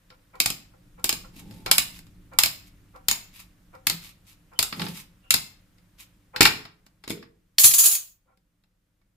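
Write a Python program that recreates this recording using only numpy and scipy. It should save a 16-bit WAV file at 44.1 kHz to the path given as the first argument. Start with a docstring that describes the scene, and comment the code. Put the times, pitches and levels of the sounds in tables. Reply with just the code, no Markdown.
"""A table in a small room, heard close up: a steel ruler levers the lid off an ink tin.
The tip seats under the rim, slips off with a crack and rebounds, ringing the tin's thin wall; between
tries the tin is turned, its base rasping on the table. The lid pops with a hollow boom and wobbles loose,
the dropped ruler chatters flat, and the lid is lifted. Low rumble, hum and hiss lie underneath."""
import sys
import numpy as np
from scipy import signal
from scipy.fft import irfft
from scipy.io import wavfile
from scipy.ndimage import uniform_filter1d

SR = 44100
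rng = np.random.default_rng(int(sys.argv[2]) if len(sys.argv) > 2 else 0)


def put_to_file(sound):
    """Save the sound as 16-bit audio at rate SR, in the file named by the first command-line argument."""
    columns = np.atleast_2d(sound).T  # one column per channel
    safe = np.clip(columns, -1, 1)
    whole_steps = np.round(safe * 32767)
    wavfile.write(sys.argv[1], SR, whole_steps.astype(np.int16))


N = 403956
T = np.arange(N) / SR
TAPS = 4096
HZ = np.fft.rfftfreq(TAPS, 1 / SR)
CONTACT_S = 0.0022  # contact time of a sharp blow
SEAT_S = 0.053  # the tip rubs this long and ticks into the groove halfway

# Tries at the lid: crack t/s, crack level/dB, seating lead/s, seating level/dB,
# rebound delay/s, rebound level/dB, further delay to a second rebound/s (none if within CONTACT_S)
PRY_TRIES = [(0.4, -2.5, 0.073, -45.5, .058, -5.5, 0.043), (1.041, -6, 0.072, -50.5, .050, -5, 0.034),
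             (1.712, 3.5, 0.06, -34, .068, 0.44, 0.0021), (2.386, 2.5, 0.079, -44.5, .048, -1.5, 0.024),
             (3.083, -2.5, 0.15, -46, .028, -5.5, 0), (3.868, -3.5, .145, -45.5, .029, -8.5, 0),
             (4.589, -2.5, 0.082, -50, .037, -7, 0), (5.305, 1, .08, -66, .034, -2.3, 0.0031)]
# The lid pops free and flexes: t/s, boom/dB, pop/dB, clash with the rim/dB, clash dullness/0-1
LID_FLEXES = [(6.4064, -13, -13.5, 3, .35), (6.4518, -27.5, -9.5, -1, .5), (7.076, -38, -51.5, -27, .25),
              (7.103, -24, -36.5, -19, .05), (7.174, -38.5, -61, -48.5, .6)]
# Strongest resonances of the tin's wall: f/Hz, width/Hz, level/dB
WALL_MODES = [(2120, 65, -1), (2610, 330, 1.5), (3800, 180, 3.5), (3500, 110, -8), (4900, 37, -6),
              (4970, 150, 1.5), (6740, 100, 0), (7320, 260, -5), (8050, 88, -4.5), (8920, 7, -4),
              (10580, 73, -6.5), (12700, 480, -13.5), (13800, 56, -11), (13600, 160, -10.5)]
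# Drumming resonances of the table top: f/Hz, width/Hz, level/dB
TABLETOP_MODES = [(80, 160, -6), (140, 46, 1)]


def amp(db):
    """Decibels to amplitude."""
    return 10 ** (np.asarray(db) / 20)


def unit_rms(x):
    """Scales to rms 1."""
    return x / np.sqrt(np.mean(x ** 2) + 1e-20)


def curve(points, hz=HZ):
    """A table's value at hz, on a log-frequency axis."""
    f, value = np.transpose(points)
    return np.interp(np.log(hz + 1), np.log(f + 1), value)


def add(mix, s, sound):
    """Mixes a stereo sound in at s seconds."""
    part = mix[:, max(round(s * SR), 0):][:, :sound.shape[1]]
    part += sound[:, :part.shape[1]]


def stereo_noise(size, alike):
    """White noise; alike is the share of its power common to both channels."""
    shared, own = rng.standard_normal(size), rng.standard_normal((2, size))
    return np.sqrt(alike) * shared + np.sqrt(1 - alike) * own


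def convolve(x, response):
    """Plays each channel through an impulse response."""
    response = np.atleast_2d(response).astype(np.float32)
    return signal.oaconvolve(x.astype(np.float32), response, axes=1)[:, :N]


def colour(x, gain):
    """Minimum-phase filter shaped like gain over HZ; white noise keeps its power."""
    log_gain = np.log(np.maximum(unit_rms(gain), 1e-5))
    mirrored = np.concatenate([log_gain, log_gain[-2:0:-1]])
    return convolve(x, np.fft.ifft(np.exp(np.conj(signal.hilbert(mirrored)))).real)


def resonances(modes):
    """Gain over HZ of a set of damped resonances."""
    return np.sqrt(sum(amp(db) ** 2 / (1 + ((HZ ** 2 - hz ** 2) / (width * HZ + 1)) ** 2)
                       for hz, width, db in modes))


def timbre(spectrum, modes, modes_db):
    """Gain over HZ of a broad spectrum with resonances blended in at modes_db relative to it."""
    return np.hypot(unit_rms(amp(curve(spectrum))), amp(modes_db) * unit_rms(resonances(modes)))


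def ringing(modes, t60):
    """Decaying sine modes, each with its own phase left and right; energy 1."""
    t = T[:SR // 2]
    ring = sum(amp(db) * np.sin(2 * np.pi * (hz * t + rng.random((2, 1)))) for hz, db in modes)
    ring *= amp(-60 * t / t60)
    return ring / np.linalg.norm(ring, axis=1, keepdims=True)


def spot_ring(t60, spacing_hz):
    """Each struck spot of thin steel favours its own scattered overtones, denser low down; energy 1."""
    chosen = rng.random(len(HZ)) < HZ[1] / spacing_hz * (1 + 3000 / (HZ + 500))
    phases = np.exp(2j * np.pi * rng.random((2, len(HZ))))
    ring = irfft(chosen * phases, axis=1) * amp(-60 * T[:TAPS] / t60)
    return ring / (np.linalg.norm(ring, axis=1, keepdims=True) + 1e-12)


def contact(decay_s, rise_s, alike, grit_db):
    """A skidding hit: a dying burst of tiny uneven impacts."""
    t = T[:TAPS]
    envelope = np.exp(-t / decay_s) * (1 - np.exp(-t / rise_s))
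    burst = envelope * stereo_noise(TAPS, alike) * amp(grit_db * rng.standard_normal(TAPS))
    return burst * np.linalg.norm(envelope) / np.linalg.norm(burst, axis=1, keepdims=True)


def friction(strokes, grain_db, alike):
    """Swelling strokes of rubbing noise, 0.5 s at most, full of tiny catches and slower lurches."""
    force, longest = np.zeros((2, N)), SR // 2
    for s, length, db in strokes:
        size = int(np.clip(length * SR, 200, longest))
        catches = unit_rms(uniform_filter1d(rng.standard_normal(longest), size=16))
        lurches = unit_rms(uniform_filter1d(rng.standard_normal(longest), size=500))
        noise = stereo_noise(longest, alike) * amp(grain_db * (catches + lurches / 2))
        add(force, s, amp(db) * signal.windows.tukey(size, .9) * unit_rms(noise[:, :size]))
    return force


def tin_blows(rebound_loss_db=8, rattle_gap_s=.0095, rattle_loss_db=7.5):
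    """Every blow on the tin: handling knocks, the tip's ticks, cracks and rebounds, the lid's rattle."""
    # Tin and lid knock against the ruler as they are handled: t/s, level/dB, dullness/0-1
    knocks = [(0.101, -43, 0.6), (1.508, -40, 0.4), (1.66, -19, 0.6), (1.989, -35, 0), (2.066, -47, 0),
              (4.724, -23.5, .9), (4.794, -23.5, 0.99), (4.816, -20.5, 0.7), (4.864, -28.5, 1),
              (5.781, -51.5, .2), (6.36, -19, 0.8), (6.429, -4.5, 0), (6.651, -35.5, 0.87),
              (6.863, -43, 0.2), (7.037, -35.5, .7), (7.096, -24.5, .1), (7.225, -41.5, 1),
              (8.372, -53.5, 0), (8.636, -56.5, 0.4), (9.013, -65.5, 0.99)]
    blows = list(knocks)
    for s, crack_db, lead, seat_db, gap, rebound_db, second_gap in PRY_TRIES:
        blows += [(s - lead + SEAT_S / 2, seat_db, 0), (s, crack_db, 0), (s + gap, rebound_db, 0)]
        if second_gap > CONTACT_S:
            blows.append((s + gap + second_gap, rebound_db - rebound_loss_db, 0))
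    for s, _, _, clash_db, dull in LID_FLEXES:
        blows += [(s + k * rattle_gap_s, clash_db - k * rattle_loss_db, dull) for k in range(3)]
    return blows


def struck_tin(clang_db=-4, spot_db=-7, thud_limit_db=-27, lag_s=0.00081, width=0.19):
    """Each blow thuds the base on the table and rings the hand-damped wall: body, clang and sheen."""
    # Spectrum of the wall's dense modes: f/Hz, level/dB
    wall_spectrum = [(35, -38), (60, -8.5), (227, -12.5), (593, -16), (1550, -13.5), (1860, -13.5),
                     (2190, -3), (3420, -1.5), (4420, 1), (4750, -3), (5050, 5), (6140, -10.5),
                     (6740, -18.5), (13900, -18), (16000, -28)]
    # The wall's stereo lean, before scaling by width: f/Hz, left minus right/dB
    wall_lean = [(60, 5.5), (110, 5), (200, 0.5), (380, -6), (700, 0.5), (1290, -2.5), (2380, -7),
                 (4400, 16), (8120, -9), (15000, -3.5)]
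    # Spectrum of the base thudding on the table: f/Hz, level/dB
    thud_spectrum = [(24, -41), (40, -10.5), (162, -12.5), (206, -3), (413, -9), (614, -15), (700, -11.5),
                     (910, -40.5), (1540, -120)]
    thuds = np.zeros((2, N), np.float32)
    drives = np.zeros((3, 2, N), np.float32)
    for s, db, dull in tin_blows():
        burst = amp(db) * contact(CONTACT_S + dull * 0.0034, rise_s=0.00079, alike=0.14, grit_db=3)
        burst += amp(spot_db) * np.linalg.norm(burst[0]) * spot_ring(t60=0.043, spacing_hz=448)
        thud_db = min(db - 7, thud_limit_db)  # the holding hand limits the thud
        add(thuds, s + lag_s, amp(thud_db) * contact(0.0044, rise_s=0.0025, alike=0.97, grit_db=1))
        body_db = -15.5 + 9 * dull - 0.092 * db  # dull or soft blows have more body
        sheen_db = -2.5 - 14.5 * dull
        for drive, register_db in zip(drives, (body_db, clang_db, sheen_db)):
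            add(drive, s + lag_s, amp(register_db) * burst)
    wall = timbre(wall_spectrum, WALL_MODES, modes_db=-7)
    below = {hz: 1 / (1 + (HZ / hz) ** 16) for hz in (600, 2000, 5600, 6400)}
    registers = below[2000] - below[600], below[5600] - below[2000], 1 - below[6400]
    metal = sum(colour(drive, wall * band) for drive, band in zip(drives, registers))
    side_db = width * curve(wall_lean) / 2
    panned = np.vstack([colour(metal[:1], amp(side_db)), colour(metal[1:], amp(-side_db))])
    return panned + colour(thuds, timbre(thud_spectrum, TABLETOP_MODES, modes_db=1))


def popping_lid(level_db=3, push_db=19, drum_db=-8, ring_db=-6, loose_s=6.9, split_hz=600, top_hz=3200):
    """The lid snaps through with a hollow pop, booms over the tin's mouth and drums the table."""
    # Resonances of the flexing lid: f/Hz, width/Hz, level/dB
    lid_modes = [(161, 92, -7.5), (257.7, 77, -4.5), (324.8, 25, -2.5), (426, 18, 1), (880.3, 70, -4),
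                 (2392, 900, 3)]
    # Modes that ring on once it lies loose on the rim: f/Hz, level/dB
    loose_modes = [(415, -2), (462, -1.5), (340, -4)]
    flips, snaps = np.zeros((2, 2, N))
    for s, boom_db, pop_db, _, _ in LID_FLEXES:
        add(flips, s, amp(boom_db + push_db) * np.ones((2, 1)))  # the whole dome flips at once
        add(snaps, s, amp(pop_db) * contact(0.0079, rise_s=0.00061, alike=.6, grit_db=-6.5))
    lid = resonances(lid_modes) / np.hypot(1, (HZ / top_hz) ** 4)
    lows = 1 / (1 + (HZ / split_hz) ** 8)
    boom, pop = colour(flips, lid * lows), colour(snaps, lid * (1 - lows))
    drum = colour(flips[:1] * (T < loose_s), resonances(TABLETOP_MODES) * lows)
    ring = convolve(flips * (T > loose_s), ringing(loose_modes, t60=.33)[0])
    return amp(level_db) * (boom + pop + amp(drum_db) * drum + amp(ring_db) * ring)


def dropped_ruler(spot_db=-2, slap_db=-1, drum_db=-27, flat_s=7.96, split_hz=7800):
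    """The steel strip chatters, rings and slaps the table; lying flat, it loses its highs first."""
    # The ruler hits the table: t/s, level/dB, chatter decay/s
    bounces = [(7.583, -4.5, 0.003), (7.594, -12, 0.02), (7.634, -10, 0.02), (7.641, -2.5, 0.013),
               (7.711, -16, 0.005), (7.736, -11, .014), (7.782, -11, 0.03), (7.836, -13.5, .015),
               (7.855, -9, 0.015), (7.912, -17.5, 0.02), (7.949, -19, .01)]
    # The strip's high ringing modes: f/Hz, level/dB
    strip_modes = [(6266, -44), (6665, -37.5), (6799, -45.5), (6918, -42), (7149, -37), (7450, -43),
                   (7687, -43.5), (8064, -41), (8473, -41), (8931, -49), (9243, -40), (9792, -36),
                   (10218, -43.5), (10352, -42), (10858, -34), (11052, -45.5), (11461, -36), (11822, -47),
                   (12123, -35.5), (12548, -44.5), (12915, -40), (13238, -47), (13733, -47.5), (13970, -37),
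                   (14583, -50), (14766, -41.5), (14944, -48), (15348, -38.5)]
    # Spectrum of its dense weaker modes: f/Hz, level/dB
    chatter_spectrum = [(290, -59), (500, -30), (1160, -17.5), (2160, -22), (3060, -11), (5800, -7.5),
                        (6900, 0.5), (9360, -6), (10500, 1), (12700, -3.5), (15100, -0.5), (16000, -3.5)]
    # Spectrum of the slapped table top: f/Hz, level/dB
    slap_spectrum = [(24, -45), (40, -24.5), (258, -20.5), (819, -26), (1930, -9.5), (2440, -3), (3480, -4),
                     (3780, -2.5), (4380, 4), (6000, -5.5), (7800, -36), (13200, -120)]
    steel, overtones, smacks, weight = np.zeros((4, 2, N))
    for s, db, decay_s in bounces:
        burst = amp(db) * contact(decay_s, rise_s=0.0019, alike=0.23, grit_db=4)
        add(steel, s, burst)
        add(overtones, s, np.linalg.norm(burst[0]) * spot_ring(t60=0.41, spacing_hz=457))
        hardness = 0.0033 / decay_s  # brief bounces slap harder
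        add(smacks, s, amp(db) * hardness * contact(decay_s, rise_s=0.00082, alike=0.95, grit_db=2.5))
        add(weight, s, amp(db) * burst)  # heavy landings move the table top far more
    ring = convolve(steel, ringing(strip_modes, t60=0.18))
    chatter = colour(steel + amp(spot_db) * overtones, amp(curve(chatter_spectrum)))
    strip = ring + chatter
    lows = signal.oaconvolve(strip, signal.firwin(101, split_hz, fs=SR)[None], "same")
    lying_s = np.maximum(T - flat_s, 0)
    damped = lows * amp(-150 * lying_s) + (strip - lows) * amp(-1100 * np.minimum(lying_s, 1))  # dB/s
    slaps = colour(smacks, amp(curve(slap_spectrum)))
    drum = colour(weight[:1], resonances(TABLETOP_MODES))
    return damped + amp(slap_db) * slaps + amp(drum_db) * drum


def rim_rubs(level_db=-1, top_hz=2000):
    """The seating tip and other short rubs sound the hollow resonances of the lid."""
    # Fingers or the lifting lid rub the rim: t/s, length/s, level/dB
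    rubs = [(0.101, 0.036, -53.5), (0.731, 0.022, -56), (1.229, 0.042, -50), (6.329, .045, -40),
            (8.238, 0.13, -66.5)]
    # Resonances of the lid, rubbed at its rim: f/Hz, width/Hz, level/dB
    rim_modes = [(512, 30, -2.5), (762, 12, -2.5), (1020, 180, -10.5), (1380, 40, -4), (1940, 37, -12.5),
                 (2310, 110, -13.5)]
    seatings = [(s - lead, SEAT_S, db) for s, _, lead, db, *_ in PRY_TRIES]
    hollow = resonances(rim_modes) / np.hypot(1, (HZ / top_hz) ** 2)
    return amp(level_db) * colour(friction(seatings + rubs, grain_db=1, alike=0.15), hollow)


def tip_squeaks(jitter=.03):
    """The steel tip sticks as it starts to slip: a short tone of unsteady pitch."""
    # Squeaks and creaks: t/s, length/s, f/Hz, level/dB
    squeaks = [(4.549, 0.056, 3043, -55), (5.221, 0.093, 2780, -62), (6.335, .065, 860, -45)]
    mix = np.zeros((2, N))
    for s, length, hz, db in squeaks:
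        size = int(length * SR)
        waver = unit_rms(uniform_filter1d(rng.standard_normal((2, SR)), size=60))[:, :size]
        phase = 2 * np.pi * np.cumsum(hz * (1 + jitter * waver), 1) / SR
        add(mix, s, amp(db) * signal.windows.tukey(size, .6) * np.sin(phase))
    return mix


def turning_tin(level_db=-1):
    """The base rasps over the table, sounding the tin's wall, and sets the table top rumbling."""
    # The base slides as the tin is turned: t/s, length/s, level/dB
    slides = [(1.32, .13, -50), (1.4, .32, -58), (1.92, 0.079, -46.5), (2.62, 0.087, -57),
              (3.31, 0.14, -47), (3.99, .15, -47), (4.235, .13, -54.5), (4.68, 0.33, -43.5),
              (4.92, 0.12, -41.5), (5.975, .075, -45)]
    # Spectrum of the sliding rasp: f/Hz, level/dB
    rasp_spectrum = [(350, -46.5), (600, -20.5), (1050, -5.5), (1640, -10.5), (2150, -1.5), (4110, -3.5),
                     (5790, -7), (9240, -6.5), (12800, -4.5), (16000, -13.5)]
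    # The base judders on the table: t/s, length/s (capped by friction), level/dB
    judders = [(1.25, 1.35, -47.5), (3.89, .07, -43), (4.7, .26, -37), (4.795, 0.064, -31.5)]
    # Spectrum of the shaken table top: f/Hz, level/dB
    judder_spectrum = [(41, -50), (70, -21.5), (174, 2), (261, -11.5), (375, -16), (484, -20.5),
                       (545, -17.5), (600, -31), (674, -28), (900, -17.5), (1170, -53.5), (1980, -120)]
    rasp_tone = timbre(rasp_spectrum, WALL_MODES, modes_db=-7)
    rasp = colour(friction(slides, grain_db=5, alike=0.22), rasp_tone)
    judder = colour(friction(judders, grain_db=2.5, alike=1), amp(curve(judder_spectrum)))
    return amp(level_db) * (rasp + judder)


def small_room(x, early_db=-13, early_s=0.02, tail_db=-8.5, bass_db=3, mono_hz=330):
    """Quick reflections off table and walls, then a tail that dies band by band, mono in the bass."""
    # Reverberation time: f/Hz, t60/s
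    decay_times = [(120, 0.51), (400, 0.48), (1000, 0.42), (3000, 0.37), (6000, 0.36), (10000, 0.3),
                   (15000, 0.35)]
    t = T[:SR]
    echoes = rng.choice([-1., 1.], (2, SR)) * (rng.random((2, SR)) < 0.1) * (t > .003)
    hz, frame_s, bands = signal.stft(echoes, SR, nperseg=512)
    bass = 1 / (1 + (hz[:, None] / mono_hz) ** 4)
    bands[1] = bass * bands[0] + np.sqrt(1 - bass ** 2) * bands[1]
    bands *= amp(bass_db * bass - 60 * frame_s / curve(decay_times, hz)[:, None])
    tail = signal.istft(bands, SR, nperseg=512)[1][:, :SR]
    early = tail * np.exp(-t / early_s)
    early *= amp(early_db) / np.linalg.norm(early[0])
    tail *= amp(tail_db) / np.linalg.norm(tail[0])
    return x + convolve(x, early + tail)


def room_tone(rumble_db=1, hiss_db=3, hum_db=-1):
    """A low rumble with a faint hum in it, and thin hiss; all sink near the end."""
    # Level ride of the bed: t/s, rumble/dB, hiss/dB
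    ride = [(0, -66.5, -68), (1.5, -51, -66.5), (3.5, -60.5, -67.5), (6.1, -62.5, -68.5),
            (8.2, -74.5, -78.5)]
    # Spectrum of the rumble: f/Hz, level/dB
    rumble_spectrum = [(12, -33), (20, 1.5), (49, 1), (70, -6.5), (108, -5), (149, -8), (177, 0),
                       (205, -9.5), (260, -15.5), (295, -11.5), (393, -22.5), (484, -32.5), (900, -45),
                       (1170, -66), (1980, -120)]
    # Spectrum of the hiss: f/Hz, level/dB
    hiss_spectrum = [(290, -33.5), (500, 2.5), (698, -5), (1420, -1.5), (5020, -6.5), (14700, -7),
                     (16000, -20.5)]
    # Tones of the hum: f/Hz, level/dB
    hum_tones = [(48.4, -65), (102.3, -66), (123.8, -74), (177.6, -67.5), (290.7, -72)]
    s, low_db, high_db = np.transpose(ride)
    low_gain, high_gain = amp(np.interp(T, s, low_db)), amp(np.interp(T, s, high_db))
    hum = sum(amp(db) * np.sqrt(2) * np.sin(2 * np.pi * (hz * T + rng.random())) for hz, db in hum_tones)
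    rumble = low_gain * colour(stereo_noise(N, alike=0.94), amp(curve(rumble_spectrum)))
    hiss = high_gain * colour(stereo_noise(N, alike=0.26), amp(curve(hiss_spectrum)))
    return amp(rumble_db) * rumble + amp(hiss_db) * hiss + amp(hum_db) * unit_rms(low_gain) * hum


def scene():
    """Everything on the table sounds into the room, over the room tone."""
    foley = struck_tin() + popping_lid() + rim_rubs() + tip_squeaks() + turning_tin() + dropped_ruler()
    return small_room(foley) + room_tone()


def record(dry, threshold_db=-86, depth_db=8, top_hz=15600):
    """A noise suppressor turns faint treble down; a soft clip rounds the loudest cracks; a low-pass."""
    hz, _, bands = signal.stft(dry, SR, nperseg=512)
    power = uniform_filter1d((abs(bands) ** 2).mean(0), size=15, axis=0)  # smoothed over frequency
    power = uniform_filter1d(power, size=3, axis=1)  # and over time
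    faint = 1 / (1 + (power / amp(threshold_db) ** 2) ** 2)
    treble = hz[:, None] / (hz[:, None] + 1500)
    hushed = signal.istft(bands * amp(-depth_db * faint * treble), SR, nperseg=512)[1][:, :N]
    clipped = hushed / (1 + hushed ** 6) ** (1 / 6)
    lowpass = signal.firwin(511, top_hz, window=("kaiser", 9), fs=SR)
    return signal.oaconvolve(clipped, lowpass[None], "same")


dry = scene()
out = record(dry)
put_to_file(out)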